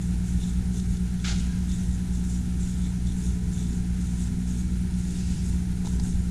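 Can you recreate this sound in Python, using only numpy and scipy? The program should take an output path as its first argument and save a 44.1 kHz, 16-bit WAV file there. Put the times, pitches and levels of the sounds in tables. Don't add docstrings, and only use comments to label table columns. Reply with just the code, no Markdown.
import sys
import numpy as np
from scipy import signal
from scipy.fft import rfft, irfft
from scipy.io import wavfile

SR = 44100
rng = np.random.default_rng(int(sys.argv[2]) if len(sys.argv) > 2 else 0)


def boost_factor(decibels):
    exponent = np.asarray(decibels, float) / 20
    return 10 ** exponent


def dump(signal):
    limited = np.clip(np.atleast_2d(signal).T, -1, 1)
    pcm = np.round(limited * 32767).astype(np.int16)
    wavfile.write(sys.argv[1], SR, pcm)


N = 278182
TIME = np.arange(N) / SR
FREQ = np.maximum(np.arange(N // 2 + 1) * SR / N, 1)


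def level(x, db):
    return x * boost_factor(db) / np.sqrt(np.mean(x ** 2))


def colour(x, points):
    hz, db = np.transpose(points)
    gain = boost_factor(np.interp(np.log(FREQ), np.log(hz), db, -90, -90))
    return level(irfft(rfft(x) * gain, N), 0)


def noise():
    return rng.standard_normal(N)


def walk(rate_hz):
    return level(irfft(rfft(noise()) * np.exp(-(FREQ / rate_hz) ** 2), N), 0)


def swell(middle_s, length_s):
    return np.exp(-(2 * (TIME - middle_s) / length_s) ** 2)


def envelope(start_s, hold_s, rise_db_per_s, fall_db_per_s):
    before_s = np.maximum(start_s - TIME, 0)
    after_s = np.maximum(TIME - start_s - hold_s, 0)
    return boost_factor(np.maximum(-rise_db_per_s * before_s - fall_db_per_s * after_s, -120))


MAINS_HZ = 60.025
# multiple, level_db
PUMP_HARMONICS = [(1, -30.5), (2, -37), (3, -31), (5, -64), (6, -62.5), (8, -73)]
# multiple, resting_db
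WAVERING_HARMONICS = [(4, -52.5), (7, -65)]
# multiple, middle_s, length_s, swell_db
COMPRESSOR_SWELLS = [(4, 0.73, 0.16, 8.5), (4, 1.6, 0.58, 3.5), (4, 2.39, .4, 8), (4, 3.12, 0.26, 8),
                     (4, 3.7, 0.32, 10.5), (4, 4.37, 0.67, 12.5), (4, 5.53, 0.13, 11), (4, 6.0, 0.29, 11),
                     (7, 0.83, 0.48, 6.5), (7, 3.38, 0.74, 9.5), (7, 5.93, 0.27, 10)]


def pump():
    turn = 2 * np.pi * MAINS_HZ * TIME + np.pi
    drone = np.zeros(N)
    for k, db in PUMP_HARMONICS:
        drone -= np.sqrt(2) * boost_factor(db + 0.2 * walk(0.93)) * np.cos(k * turn)
    for k, db in WAVERING_HARMONICS:
        swell_db = sum(up_db * swell(middle_s, length_s)
                       for m, middle_s, length_s, up_db in COMPRESSOR_SWELLS if round(m) == round(k))
        gain = np.sqrt(2) * boost_factor(db + swell_db + 1.2 * walk(2.1))
        drone -= gain * np.cos(k * turn + 0.88 * walk(0.45))
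    strokes = np.diff(np.floor(turn / (2 * np.pi)), prepend=0) * boost_factor(1.3 * noise())
    reed = colour(strokes, [(2600, -37), (3450, 4.0), (4100, 3.5), (5000, -9), (6000, 3.0), (6900, -8), (7800, -22)])
    cabinet = noise()[:SR // 30] * np.exp(-TIME[:SR // 30] / 0.022)
    return drone + level(signal.fftconvolve(reed, cabinet)[:N], -62)


# pitch_hz, width_hz, level_db
BLOWER_TONES = [(55, 3.7, -40), (64.47, 3, -42.5), (75.6, 2.7, -42.5), (98.8, 8.8, -46), (156.5, 9, -44.5),
                (172.2, 3.4, -45), (189.06, 1.5, -43), (224, 9, -51.5), (323.7, 4., -66.5),
                (382, 2.7, -60.5), (437, 0.42, -72.5), (483.7, 7.8, -67), (2277, 5.2, -73)]
# freq_hz, density_db_per_hz
BLOWER_RUMBLE = [(3, 4), (11, -3), (16, 5), (35, -5.5), (62, 3.5), (105, -1.5), (135, -9.5), (170, -4),
                 (205, -10.5), (290, -14), (420, -24), (520, -31), (700, -76)]
# middle_s, length_s, swell_db
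BLOWER_SURGES = [
    (2.63, .25, 0),
    (5.425, 0.2, 6),
    (6.2, 0.23, 2),
]
GUST_DB, GUST_RATE_HZ = 1.5, 8


def blower():
    tones = np.zeros(N)
    for hz, width_hz, db in BLOWER_TONES:
        tones += level(irfft(rfft(noise()) / (1 + (2 * (FREQ - hz) / width_hz) ** 2), N), db)
    flow = rfft(level(colour(noise(), BLOWER_RUMBLE), -33) + tones)
    deep = 1 / (1 + (FREQ / 110) ** 8)
    surge_db = sum(db * swell(middle_s, length_s) for middle_s, length_s, db in BLOWER_SURGES)
    gusts = boost_factor(surge_db + GUST_DB * walk(GUST_RATE_HZ) + 0.06)
    return irfft(flow * deep, N) * gusts + irfft(flow * (1 - deep), N)


# freq_hz, density_db_per_hz
ROOM_AIR = [(350, -7), (750, 2), (1500, 0), (4000, -9), (6600, -5.5), (8800, -8), (9750, -4.5),
            (10300, -15), (11350, -11.5), (11900, -23), (13100, -14), (13600, -24), (14300, -20),
            (15400, -39)]
# freq_hz, density_db_per_hz
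MIC_PORT = [(9100, -20), (9400, -3), (9580, -7), (9780, 0), (9950, -9), (10300, -19)]


def air():
    port = colour(noise(), MIC_PORT) * boost_factor(0.65 * walk(7.8))
    hiss = colour(noise(), ROOM_AIR) * boost_factor(0.73 * walk(24.0))
    return level(hiss, -50.0) + level(port, -61.5)


ROUND_S = 0.95
# start_in_round_s, length_s, from_hz, to_hz, level_db
CARRIAGE_STROKES = [
    (0.22, 0.3, 153, 180, -41),
    (0.83, 0.43, 190, 163, -46.5),
    (.7, 0.38, 187, 192, -53),
    (.78, 0.19, 79.5, 80.4, -40),
    (0.38, 0.17, 79, 86, -41),
    (.2, 0.11, 85, 82.6, -48),
]


def carriage():
    out = np.zeros(N)
    for start_s, length_s, from_hz, to_hz, db in CARRIAGE_STROKES:
        rounds, age_s = np.divmod(TIME - start_s + ROUND_S, ROUND_S)
        luck = rng.standard_normal((9, 2))[rounds.astype(int)]
        mean_hz = from_hz + (to_hz - from_hz) * age_s / length_s / 2
        turn = 2 * np.pi * age_s * mean_hz + np.pi * luck[:, 0]
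        arch = np.sin(np.pi * np.clip(age_s / length_s, 0, 1))
        out += np.sqrt(2) * boost_factor(db + 1.4 * luck[:, 1]) * arch * np.sin(turn)
    return out


# pitch_hz, level_db
SUPPLY_WHINES = [(1000, -64.5), (1905, -70)]


def supply_whines():
    out = np.zeros(N)
    for hz, db in SUPPLY_WHINES:
        gain = np.sqrt(2) * boost_factor(db + 2.8 * walk(2.1))
        out += gain * np.sin(2 * np.pi * hz * TIME + 0.16 * walk(2.4))
    return out


def sizzle(count=900):
    out = np.zeros(N + 1024)
    age_s = TIME[:1024]
    for when, pitch, size in rng.random((count, 3)):
        start = int(when * N)
        ping = np.exp(-age_s / 0.0033) * np.sin(2 * np.pi * (5200 + 3800 * pitch) * age_s)
        out[start:start + 1024] += boost_factor(4.5 * size) * age_s * ping
    return level(out[:N], 0)


JET_IDLE_DB, IDLE_WHISTLE_DB = -57, -12
FLARE_RISE_DB_PER_S, FLARE_FALL_DB_PER_S = 502, 119
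# start_s, hold_s, hiss_db, whistle_rel_db
JET_FLARES = [(0.017, 0.026, -50.5, -3), (0.264, 0.04, -48, -9), (0.405, .1, -48.5, -1),
              (0.738, .05, -46, -6), (0.905, .03, -51, -6), (1.248, 0.047, -42, 3), (1.362, .05, -48, 0),
              (1.696, 0.046, -46, 2.5), (1.804, 0.14, -51.5, -4), (2.134, .04, -50, -7),
              (2.242, .04, -49, -16), (2.3, 0.053, -45.5, -12), (2.605, 0.12, -46.5, -9),
              (2.78, 0.1, -51.5, -3.5), (3.073, 0.044, -49.5, -4), (3.178, .04, -47.5, -14),
              (3.243, 0.032, -44.5, -8), (3.53, 0.026, -48.5, -10), (3.585, 0.021, -44.5, -4.5),
              (3.68, .07, -52.5, -10), (4.005, 0.045, -50, -11), (4.105, .01, -48.5, -5),
              (4.178, 0.051, -45, -9), (4.477, 0.12, -47.5, -10), (4.98, 0.095, -48.5, -10),
              (5.105, 0.084, -45.5, -10), (5.26, .17, -48, -9), (5.465, 0.033, -45, -13),
              (5.86, .07, -48.5, -12), (6.038, 0.068, -45, -9)]


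def flares():
    hiss, whistle = boost_factor(2 * JET_IDLE_DB), boost_factor(2 * (JET_IDLE_DB + IDLE_WHISTLE_DB))
    for start_s, hold_s, db, whistle_db in JET_FLARES:
        power = (boost_factor(db) * envelope(start_s, hold_s, FLARE_RISE_DB_PER_S, FLARE_FALL_DB_PER_S)) ** 2
        hiss = hiss + power
        whistle = whistle + power * boost_factor(2 * whistle_db)
    return np.sqrt(hiss), np.sqrt(whistle)


VALVE_OPENS_S, VALVE_SHUTS_S, VALVE_RINGS_TO_S, VALVE_HOLD_S = 1.2465, 1.324, 1.9, 0.051


def valve_open():
    corners_s = [VALVE_OPENS_S - .04, VALVE_OPENS_S - .03, VALVE_RINGS_TO_S, VALVE_RINGS_TO_S + .1]
    return np.interp(TIME, corners_s, [0, 1, 1, 0])


# freq_hz, density_db_per_hz
HISS_SPECTRUM = [(2000, -20.5), (4500, -15.5), (5800, -5.5), (7000, 1.5), (8200, -4), (10000, -9),
                 (13000, -29.5), (15400, -28)]
# freq_hz, density_db_per_hz
CAVITY_SPECTRUM = [(2600, -9), (3250, -14), (3500, 2.5), (3900, -2.5), (4500, -17)]
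EDDY_BANDS_HZ = (4300, 5000, 5500, 5900, 6250, 6600, 6950, 7300, 7650, 8000, 8500, 9200, 10500, 13000)


def jet():
    spit = boost_factor(0.46 * walk(29.0) + 1.34 * walk(260.0))
    spectrum = rfft(colour(noise() * spit, HISS_SPECTRUM))
    hiss = np.zeros(N)
    for row in np.eye(len(EDDY_BANDS_HZ)):
        share = np.interp(FREQ, EDDY_BANDS_HZ, row)
        hiss += irfft(spectrum * share, N) * boost_factor(2.6 * walk(22.0))
    cavity = colour(noise() * spit * boost_factor(2.5 * walk(45.)), CAVITY_SPECTRUM)
    cavity *= boost_factor(-5.5 - 5.2 * valve_open())
    blow, whistle = flares()
    return blow * (boost_factor(-3.0) * hiss + boost_factor(-15.0) * sizzle()) + whistle * cavity


# freq_hz, density_db_per_hz
SHELL_CRACK = [(2800, -9), (3800, -2), (5000, -2), (6800, -1), (11000, -22), (15000, -27)]


def cracks(events):
    crack = colour(noise(), SHELL_CRACK)
    knock = colour(noise(), [(200, 12), (450, -7), (800, -3), (1000, 1), (1500, -19)])
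    out = np.zeros(N)
    for start_s, peak_db, ring_hz, knock_db, t60_s in events:
        age_s = TIME - start_s
        ring = boost_factor(-0.5) * np.sin(2 * np.pi * ring_hz * age_s)
        decay = (age_s > 0) * boost_factor(peak_db - 9.5 - 60 * np.abs(age_s) / max(t60_s, .004))
        out += decay * (crack + ring + boost_factor(knock_db - 8.0) * knock)
    return out


# start_s, peak_db, ring_hz, knock_rel_db, t60_s
MOUNT_CREAKS = [
    (0.3564, -47, 3850, 0, 0.02),
    (0.9693, -33.5, 3580, -9, 0.026),
    (1.718, -32, 5200, 2, 0.015),
    (5.043, -39, 3590, 4, 0.015),
    (5.849, -44, 4000, 23, 0.039),
    (5.8574, -33, 3730, 8, 0.038),
    (5.8697, -32.5, 4000, 18, 0.032),
    (5.874, -33, 3570, 6, 0.02),
    (5.998, -28.5, 4940, 7, 0.024),
]


def creaks():
    return cracks(MOUNT_CREAKS)


# start_s, peak_db, ring_hz
CUT_SPITS = [(0.799, -36, 3650), (0.9294, -42, 3530), (1.1994, -36.5, 3460), (1.9094, -39, 3790),
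             (2.2477, -41, 3820), (2.8394, -38.5, 3500), (3.0689, -35, 3540), (3.1194, -40, 3550),
             (3.5322, -43, 3560), (3.6676, -38, 3660), (3.7295, -39, 3450), (4.6084, -38, 3530),
             (4.9394, -41, 3540)]
SPIT_DB, SPIT_KNOCK_DB, SPIT_T60_S = 0, -14, 0.034


def spits():
    return cracks([(start_s, db + SPIT_DB, hz, SPIT_KNOCK_DB, SPIT_T60_S) for start_s, db, hz in CUT_SPITS])


VALVE_DB, VALVE_RISE_DB_PER_S, VALVE_SAG_DB_PER_S, VALVE_SHUT_DB_PER_S = -37.5, 2400, 90, 260
VALVE_ROOM_DB, VALVE_ROOM_DB_PER_S = -45, 55
THROAT_DB, THROAT_RISE_DB_PER_S, THROAT_FALL_DB_PER_S = -44, 150, 500
# freq_hz, density_db_per_hz
VALVE_BURST = [(590, -43), (1000, -11), (1100, -12), (1200, -3), (1500, -2.5), (1770, -9), (1910, -6.5),
               (2930, -4), (3790, -4), (5600, -6), (7280, -7.5), (12300, -120)]


def valve():
    burst = colour(noise() * boost_factor(0.84 * walk(120.)), VALVE_BURST) * boost_factor(2.5)
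    throat = colour(noise(), [(250, -13), (500, -8), (750, -0.5), (950, -2), (1150, -4)])
    seat = colour(noise(), [(1300, -4), (1550, -10.0), (1900, -8), (2250, 0), (2600, -15)])
    seat *= np.exp(-((TIME - 1.258) / 0.029) ** 2)
    opened = envelope(VALVE_OPENS_S, VALVE_HOLD_S, VALVE_RISE_DB_PER_S, VALVE_SAG_DB_PER_S)
    blow = boost_factor(VALVE_DB) * opened * envelope(0, VALVE_SHUTS_S, 0, VALVE_SHUT_DB_PER_S)
    open_s = VALVE_SHUTS_S - VALVE_OPENS_S
    ring = boost_factor(VALVE_ROOM_DB) * envelope(VALVE_OPENS_S, open_s, VALVE_RISE_DB_PER_S, VALVE_ROOM_DB_PER_S)
    late = boost_factor(THROAT_DB) * envelope(VALVE_SHUTS_S, 0, THROAT_RISE_DB_PER_S, THROAT_FALL_DB_PER_S)
    late *= TIME > VALVE_OPENS_S
    return np.hypot(blow, ring) * (burst + boost_factor(-6.0) * seat) + (late + boost_factor(-18.0) * ring) * throat


# start_s, length_s, pitch_hz, level_db
CARRIAGE_SQUEAKS = [
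    (1.46, .13, 1630, -55),
    (1.67, .3, 1905, -64),
]


def squeaks():
    out = np.zeros(N)
    for start_s, length_s, hz, db in CARRIAGE_SQUEAKS:
        fade = np.clip(np.minimum(TIME - start_s, start_s + length_s - TIME) / .02, 0, 1)
        out += boost_factor(db + 3 * walk(40.)) * fade * np.sin(2 * np.pi * hz * TIME + 1.1 * walk(30.))
    return out


SWEEP_S, SWEEP_HOLD_S, SWEEP_DB, SWEEP_RISE_DB_PER_S, SWEEP_FALL_DB_PER_S = 5.19, 0.16, -51.5, 60, 60
# freq_hz, density_db_per_hz
GRID_ROAR = [(1800, -17), (2700, -1), (3600, -7), (5000, 1), (6200, -4), (7500, -37)]


def jet_sweep():
    gain = boost_factor(SWEEP_DB) * envelope(SWEEP_S, SWEEP_HOLD_S, SWEEP_RISE_DB_PER_S, SWEEP_FALL_DB_PER_S)
    return gain * colour(noise(), GRID_ROAR)


def scene():
    machine = pump() + blower() + air() + carriage() + supply_whines()
    work = jet() + spits() + jet_sweep()
    return (machine + work + creaks() + valve() + squeaks())[None]


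def band_limit(x):
    return signal.sosfilt(signal.butter(12, 15170, fs=SR, output="sos"), x)


# centre_hz, width_hz, depth_db
HOUSING_NOTCHES = [(561, 65, 10.5), (1105, 161, 10.5), (1940, 36, 8)]


def record(dry):
    dry = dry * np.sin(np.pi / 2 * np.clip((TIME[-1] - TIME) / .008, 0, 1))
    freq_hz = np.arange(N + 1) * SR / (2 * N)
    dips_db = sum(-depth_db * np.exp(-((freq_hz - hz) / width_hz) ** 2) for hz, width_hz, depth_db in HOUSING_NOTCHES)
    mirrored = np.hstack([dry, dry[:, ::-1]])
    housed = irfft(rfft(mirrored) * boost_factor(dips_db))[:, :N]
    return band_limit(housed)


dry = scene()
out = record(dry)
dump(out)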